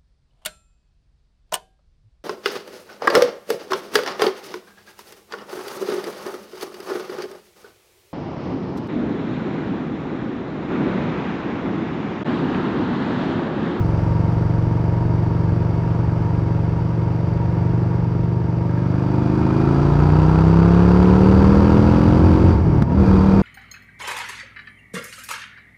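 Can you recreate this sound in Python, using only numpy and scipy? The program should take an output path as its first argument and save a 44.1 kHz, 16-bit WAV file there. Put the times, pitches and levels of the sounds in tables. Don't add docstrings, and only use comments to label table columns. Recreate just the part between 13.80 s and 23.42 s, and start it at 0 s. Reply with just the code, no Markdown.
import sys
import numpy as np
from scipy import signal
from scipy.fft import rfft, irfft
from scipy.io import wavfile
from scipy.ndimage import uniform_filter1d, minimum_filter1d

SR = 44100
rng = np.random.default_rng(int(sys.argv[2]) if len(sys.argv) > 2 else 0)


def put_to_file(sound):
    columns = np.atleast_2d(sound).T
    safe = np.clip(columns, -1, 1)
    whole_steps = np.round(safe * 32767)
    wavfile.write(sys.argv[1], SR, whole_steps.astype(np.int16))


N = 424241
TIME = np.arange(N) / SR
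FREQ = np.maximum(np.fft.rfftfreq(N, 1 / SR), 1)
SECOND_FIRING = 3 / 8


def undb(db):
    return 10 ** (np.asarray(db) / 20)


def unit(x):
    return x / np.std(x)


def curves(table):
    s, *columns = np.transpose(table)
    return [np.interp(TIME, s, column) for column in columns]


def colour(points):
    hz, db = np.transpose(points)
    return undb(np.interp(np.log(FREQ), np.log(hz), db))


def resonance(hz, width):
    return 1 / (1 + 1j * (FREQ ** 2 - hz ** 2) / (FREQ * width))


def shape(x, response):
    return irfft(rfft(x) * response, N)


def band_rms(x, lo, hi):
    return np.std(shape(x, (FREQ > lo) & (FREQ < hi)))


def walk(rate):
    return unit(shape(rng.standard_normal(N), 1 / (1 + (FREQ / rate) ** 4)))


def blend(control, stops, values):
    weights = [np.interp(control, stops, row) for row in np.eye(len(stops))]
    return sum(weight * value for weight, value in zip(weights, values))


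def dip(s, half_length):
    return np.exp(-((TIME - s) / half_length) ** 2)


def loading(throttle):
    return np.interp(throttle, [.3, .7], [0, 1])


def loudness(law, hz, throttle):
    shut_db, open_db, peak_db, peak_hz, width_hz = law
    torque_peak = np.exp(-((hz - peak_hz) / width_hz) ** 2)
    return shut_db + open_db * throttle + peak_db * torque_peak


def after_firings(turns, length):
    return sum(np.exp(-((turns - start) % 1) / length) for start in (0, SECOND_FIRING))


def order_gains(tone):
    gains = undb(np.interp(np.arange(1, 22), *np.transpose(tone), right=-36))
    return gains / np.sqrt(np.sum(gains[2:] ** 2) / 2)


def exhaust(turns, hz, throttle, scatter_db=0.2, flutter=0.036, timing=0.003, pipe_hz=155, merge_hz=220,
            silencer_hz=112, silencer_width_hz=22, overtone_hz=345, idle_width_hz=45, load_width_hz=230):
    # (multiple of the cycle rate, relative level [dB])
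    overrun = [(1, -12), (2, -1), (3, 1), (4, 5.5), (5, -15), (6, -18.5), (7, -12.5), (8, -4), (10, -14.5),
               (15, -27)]
    cruising = [(1, -40), (2, -18.5), (3, -12), (4, -5), (5, 2), (6, -11.5), (7, -0.5), (8, -13.5),
                (9, -17.5), (10, -21), (11, -26.5), (12, -14), (13, -16.5), (14, -13), (15, -19),
                (16, -23.5), (17, -18.5), (18, -22), (19, -24), (20, -33.5), (21, -30.5)]
    lugging_tone = [(1, -41.5), (2, -21.5), (3, -10.5), (4, -7.5), (5, 0), (6, -9.5), (7, -3), (8, -15),
                    (9, -4), (10, -10), (11, -7.5), (12, -1), (13, -15), (14, -8.5), (15, -12.5)]
    part_throttle = [(1, -22.5), (2, -15.5), (3, -16), (4, -9), (5, 3), (6, -16), (7, -13.5), (8, -10.5),
                     (9, -12), (10, -23.5), (11, -37), (12, -13.5), (13, -32), (14, -32.5), (15, -19.5)]
    low_revs = [(1, -34.5), (2, -6.5), (3, -6), (4, -23.5), (5, 1), (6, -11.5), (7, -32.5), (8, -16),
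                (9, -15.5), (10, -9), (11, -16.5), (12, -20), (13, -18.5), (14, -22), (15, -25)]
    mid_revs = [(1, -35.5), (2, 1), (3, -1.5), (4, -5), (5, 6.5), (6, -48), (7, -7.5), (8, -4.5), (9, -5.5),
                (10, -3), (11, -11), (12, -5), (13, -42), (14, -11), (15, -26)]
    high_revs = [(1, -15), (2, 3.5), (3, -0.5), (4, 0.5), (5, -2.5), (6, -4), (7, 0.5), (8, -8), (9, -7.5),
                 (10, -35), (11, -9), (12, -15.5), (13, -19), (14, -24), (15, -23)]
    part_open_hz = [26.5, 38.4]
    wide_open_hz = [32.7, 38.4, 43.8]

    tones = (overrun, cruising, lugging_tone, part_throttle, low_revs, mid_revs, high_revs)
    states = [order_gains(tone) for tone in tones]
    turns = turns + timing * walk(10)
    load = loading(throttle)
    width = idle_width_hz + (load_width_hz - idle_width_hz) * load
    second_pulse = 0.75 + 0.23 * load
    out = 0
    for k, (shut, cruise, lugging, part, *wide) in enumerate(zip(*states), 1):
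        order_hz = k * hz
        part_open = np.interp(hz, part_open_hz, [lugging, part])
        wide_open = np.interp(hz, wide_open_hz, wide)
        gain = blend(throttle, [0, .3, .7, 1], [shut, cruise, part_open, wide_open])
        pair = np.angle(1 + second_pulse * np.exp(-2j * np.pi * k * SECOND_FIRING))
        pair = pair * (1 - (1 - load) / (1 + (order_hz / merge_hz) ** 8))
        lag = 2 * np.arctan((order_hz ** 2 - pipe_hz ** 2) / (order_hz * width))
        lag += (1 - load) * (np.pi + 2 * np.arctan((order_hz - overtone_hz) / idle_width_hz))
        lag += (1 - load) * 2 * np.arctan((order_hz - silencer_hz) / silencer_width_hz)
        wave = np.cos(2 * np.pi * k * turns + pair - lag)
        out = out - gain * (1 + flutter * walk(9.9)) * wave
    return out * undb(scatter_db * walk(39))


def firing_rasp(turns, throttle, rasp_hz=2550, width_hz=800, length=0.081, rasp_db=-2.5):
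    bursts = after_firings(turns, length) * rng.standard_normal(N)
    rasp = unit(shape(bursts, resonance(rasp_hz, width_hz) ** 2))
    return rasp * throttle ** 3 * undb(rasp_db)


def valve_gear(turns, count=64, scatter_db=3, slop_s=.0001):
    cycles = np.arange(int(turns[-1]))[:, None]
    angles = (np.arange(count) + rng.random(count)) / count
    at = np.interp(cycles + angles, turns, TIME)
    at = at + slop_s * rng.standard_normal(at.shape)
    size = rng.choice([-1, 1], count) * undb(scatter_db * rng.standard_normal(at.shape))
    samples = np.clip(at * SR, 0, N - 1).astype(int)
    return unit(np.bincount(samples.ravel(), size.ravel(), N))


def clatter(turns, throttle, clatter_db, hiss_db, puff_length=0.21, idle_puff=0.42, load_puff=0.35,
            gas_db=0, spit_db=1.5, crack=0.56, crack_length=0.0091):
    # (frequency [Hz], relative level [dB])
    casings = [(290, -26.5), (500, -1.5), (568, -7), (602, -8.5), (684, -4), (745, -10.5), (922, -2),
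               (1050, -13), (1110, -8.5), (2170, -21), (2390, -22.5), (4050, -33), (4740, -32.5),
               (6570, -43), (15000, -61)]
    # (frequency [Hz], relative level [dB])
    intake = [(310, -11.5), (520, -4.5), (599, -12), (660, -6.5), (771, -8.5), (939, -4), (1080, -8.5),
              (1330, -8.5), (1820, -20), (2700, -27.5), (4230, -31.5), (4730, -30.5), (5150, -37),
              (8790, -48.5), (15000, -65)]
    # (frequency [Hz], width [Hz], level over the broad colour [dB])
    covers = [(570.6, 15, -0.5), (703, 39, -6.5), (930, 170, -6.5), (1353, 180, -9.5), (1626, 23, 0.5),
              (1784, 13, -2.5), (2174, 54, -1.5), (2690, 580, -15), (3850, 28, -4.5), (4566, 36, 6),
              (4810, 110, 3.5), (5600, 710, -0.5)]

    load = loading(throttle)
    puff = after_firings(turns, puff_length)
    swell = 1 + (idle_puff + load * load_puff) * puff * undb(spit_db * walk(60))
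    swell = swell / np.sqrt(uniform_filter1d(swell ** 2, size=4410))
    ticks = shape(valve_gear(turns), colour([(400, 6.5), (1500, -2), (4000, -7.5), (12000, 0.0)]))
    drive = swell * (ticks + undb(gas_db) * rng.standard_normal(N))

    ringing = sum(undb(db) * resonance(hz, width) for hz, width, db in covers)
    light = shape(drive, colour(casings) * (1 + ringing))
    heavy = shape(drive, colour(intake) * (1 + .9 * ringing))

    edge = 1 + crack * load * after_firings(turns, crack_length)
    edge = edge / np.sqrt(uniform_filter1d(edge ** 2, size=4410))
    treble_share = 1 / (1 + (2100 / FREQ) ** 6)
    out = 0
    for sound, weight in ((light, 1 - load), (heavy, load)):
        body = shape(sound, 1 - treble_share) / band_rms(sound, 600, 1800)
        hiss = shape(sound, treble_share) / band_rms(sound, 2500, 8000)
        out = out + weight * (body * undb(clatter_db) + edge * hiss * undb(hiss_db))
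    return out


def whine(turns, waver_db=3):
    # (multiple of the cycle rate, relative level [dB])
    teeth = [(24, -9), (27, -12.5), (35, -20), (40, -20.5)]
    out = 0
    for k, db in teeth:
        gain = undb(db + waver_db * walk(0.7))
        out = out + gain * np.sin(2 * np.pi * k * turns + 1.5 * walk(2.8))
    return out


def whistle(throttle, window=0.24):
    # (frequency [Hz], width [Hz], level against the clatter [dB], throttle at which it sings best)
    notes = [(938.6, 20, -7, .3), (2430, 80, -21, .64), (3380, 71, -33, .65)]
    out = 0
    for hz, width, db, opening in notes:
        song = unit(shape(rng.standard_normal(N), resonance(hz, 1.4 * width) ** 2))
        out = out + song * undb(db) * np.exp(-((throttle - opening) / window) ** 2)
    return out


def gearbox(thud_hz=190, thud_s=0.0026, click_s=0.0028, ring_hz=950, ring_s=0.031):
    # (time [s], thud level [dB], click level [dB], ring level [dB])
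    knocks = [(9.021, -0.5, -12.5, -45), (9.078, -12, -41, -26)]
    click_colour = colour([(300, 0), (1200, 3.5), (2500, -16), (5500, -23), (11000, -38), (15000, -42)])
    click_noise = unit(shape(rng.standard_normal(N), click_colour))
    out = 0
    for s, thud_db, click_db, ring_db in knocks:
        age = np.maximum(TIME - s, 0)
        thud_swell = (age / thud_s) * np.exp(1 - 1.13 * age / thud_s)
        click_swell = (age / click_s) * np.exp(1 - 1.5 * age / click_s)
        out = out - undb(thud_db) * np.sin(2 * np.pi * thud_hz * age) * thud_swell
        out = out + undb(click_db) * click_noise * click_swell
        out = out + undb(ring_db) * np.sin(2 * np.pi * ring_hz * age) * np.exp(-age / ring_s)
    return out


def clinks(ring_hz=1630, ring_s=0.0063):
    # (time [s], level [dB])
    taps = [(4.812, -38), (4.894, -35), (4.975, -33), (5.018, -38), (5.14, -36), (5.22, -37), (5.3, -38)]
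    out = 0
    for s, db in taps:
        age = np.maximum(TIME - s, 0)
        out = out + undb(db) * np.sin(2 * np.pi * ring_hz * age) * np.exp(-age / ring_s)
    return out


def wind(hz, gust_db=0.9, gust_hz=3.1, base_db=-27.5, base_hz=23.7, db_per_doubling=12.5):
    # (frequency [Hz], relative level [dB])
    buffet = [(15, -21.5), (30, -13.5), (55, -1.5), (85, 5), (130, -3.5), (190, -5.5), (260, -12),
              (350, -6.5), (500, -23), (1000, -49.5), (4000, -80)]
    # (time [s], half length [s], change [dB])
    lulls = [(5.044, .6, -3.5), (6.897, 0.32, -10.5), (9.075, .1, -8)]
    speed = np.maximum.accumulate(hz) / base_hz
    db = base_db + db_per_doubling * np.log2(speed) + gust_db * walk(gust_hz)
    db = db + sum(depth * dip(s, length) for s, length, depth in lulls)
    return unit(shape(rng.standard_normal(N), colour(buffet))) * undb(db)


def scene():
    # (time [s], four-stroke cycle rate [Hz])
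    revs = [(0.0, 22.87), (1.11, 23.48), (1.69, 23.45), (2.65, 23.22), (4.07, 24.04), (4.45, 23.97),
            (4.93, 23.95), (5.55, 25.83), (5.99, 28.27), (6.54, 32.04), (7.25, 36.57), (7.58, 38.46),
            (8.53, 44.64), (8.7, 45.44)]
    # (time [s], cycle rate [Hz])
    gear_change = [(8.759, 44.79), (9.0, 35.25), (9.08, 32.66), (9.2, 39.65), (9.25, 37.76), (9.62, 38.94)]
    # (time [s], opening: 0 shut, 0.3 cruising, 0.7 part open, 1 wide open)
    openings = [(0, 0.24), (4.8, 0.3), (5.55, 0.62), (6.4, 0.99), (8.7, 1), (8.8, .03), (9.05, 0.016),
                (9.2, .68), (9.62, .72)]
    # (time [s], boom [dB], rasp [dB])
    swells = [(0, 1.9, 3.1), (1, 1.5, .8), (2.4, 0.7, 0.7), (3.2, -0.3, -0.1), (4, 0.4, -0.1),
              (4.55, -0.8, -2), (5.8, 0.5, 2), (6.8, 0, -.6), (7.7, -0.5, 0.3), (9.62, -1.4, 0.3)]
    # (time [s], half length [s], boom change [dB], rasp change [dB])
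    power_cuts = [(8.792, 0.034, -22, 1), (9.068, 0.042, -8, -4.5), (9.164, 0.05, -3, -4.5)]
    # (throttle shut [dB], added wide open [dB],
    # added at the torque peak [dB], cycle rate of that peak [Hz], its half width [Hz])
    boom_law = (-19.5, 3.5, 5.5, 37, 8)
    clatter_law = (-38.5, 6.5, 5.5, 36.5, 10)
    hiss_law = (-56.5, 7.5, 4.5, 38.5, 9)

    hz, = curves(list(revs) + list(gear_change))
    throttle, = curves(openings)
    turns = np.cumsum(hz) / SR
    boom_swell, rasp_swell = curves(swells)
    boom_cut = sum(db * dip(s, length) for s, length, db, _ in power_cuts)
    rasp_cut = sum(db * dip(s, length) for s, length, _, db in power_cuts)
    boom_db = loudness(boom_law, hz, throttle) + boom_swell + boom_cut
    clatter_db = loudness(clatter_law, hz, throttle) + rasp_swell + rasp_cut
    hiss_db = loudness(hiss_law, hz, throttle) + rasp_swell + rasp_cut
    whine_db = clatter_db - 3.5 * loading(throttle)

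    pipes = exhaust(turns, hz, throttle) * undb(boom_db)
    machine = clatter(turns, throttle, clatter_db, hiss_db)
    machine = machine + whine(turns) * undb(whine_db)
    machine = machine + firing_rasp(turns, throttle) * undb(hiss_db)
    air = whistle(throttle) * undb(clatter_db) + wind(hz)
    return (pipes + machine + air + clinks() + gearbox())[None]


def record(dry, ceiling=.78, top_hz=15700, edge_s=.003):
    room = np.minimum(1, ceiling / (np.abs(dry) + 1e-9))
    gain = uniform_filter1d(minimum_filter1d(room, size=221), size=221)
    gain = gain * np.minimum(1, np.minimum(TIME, TIME[::-1]) / edge_s)
    low_pass = signal.ellip(8, .2, 70, top_hz, fs=SR, output="sos")
    return signal.sosfilt(low_pass, dry * gain)


dry = scene()
out = record(dry)
put_to_file(out)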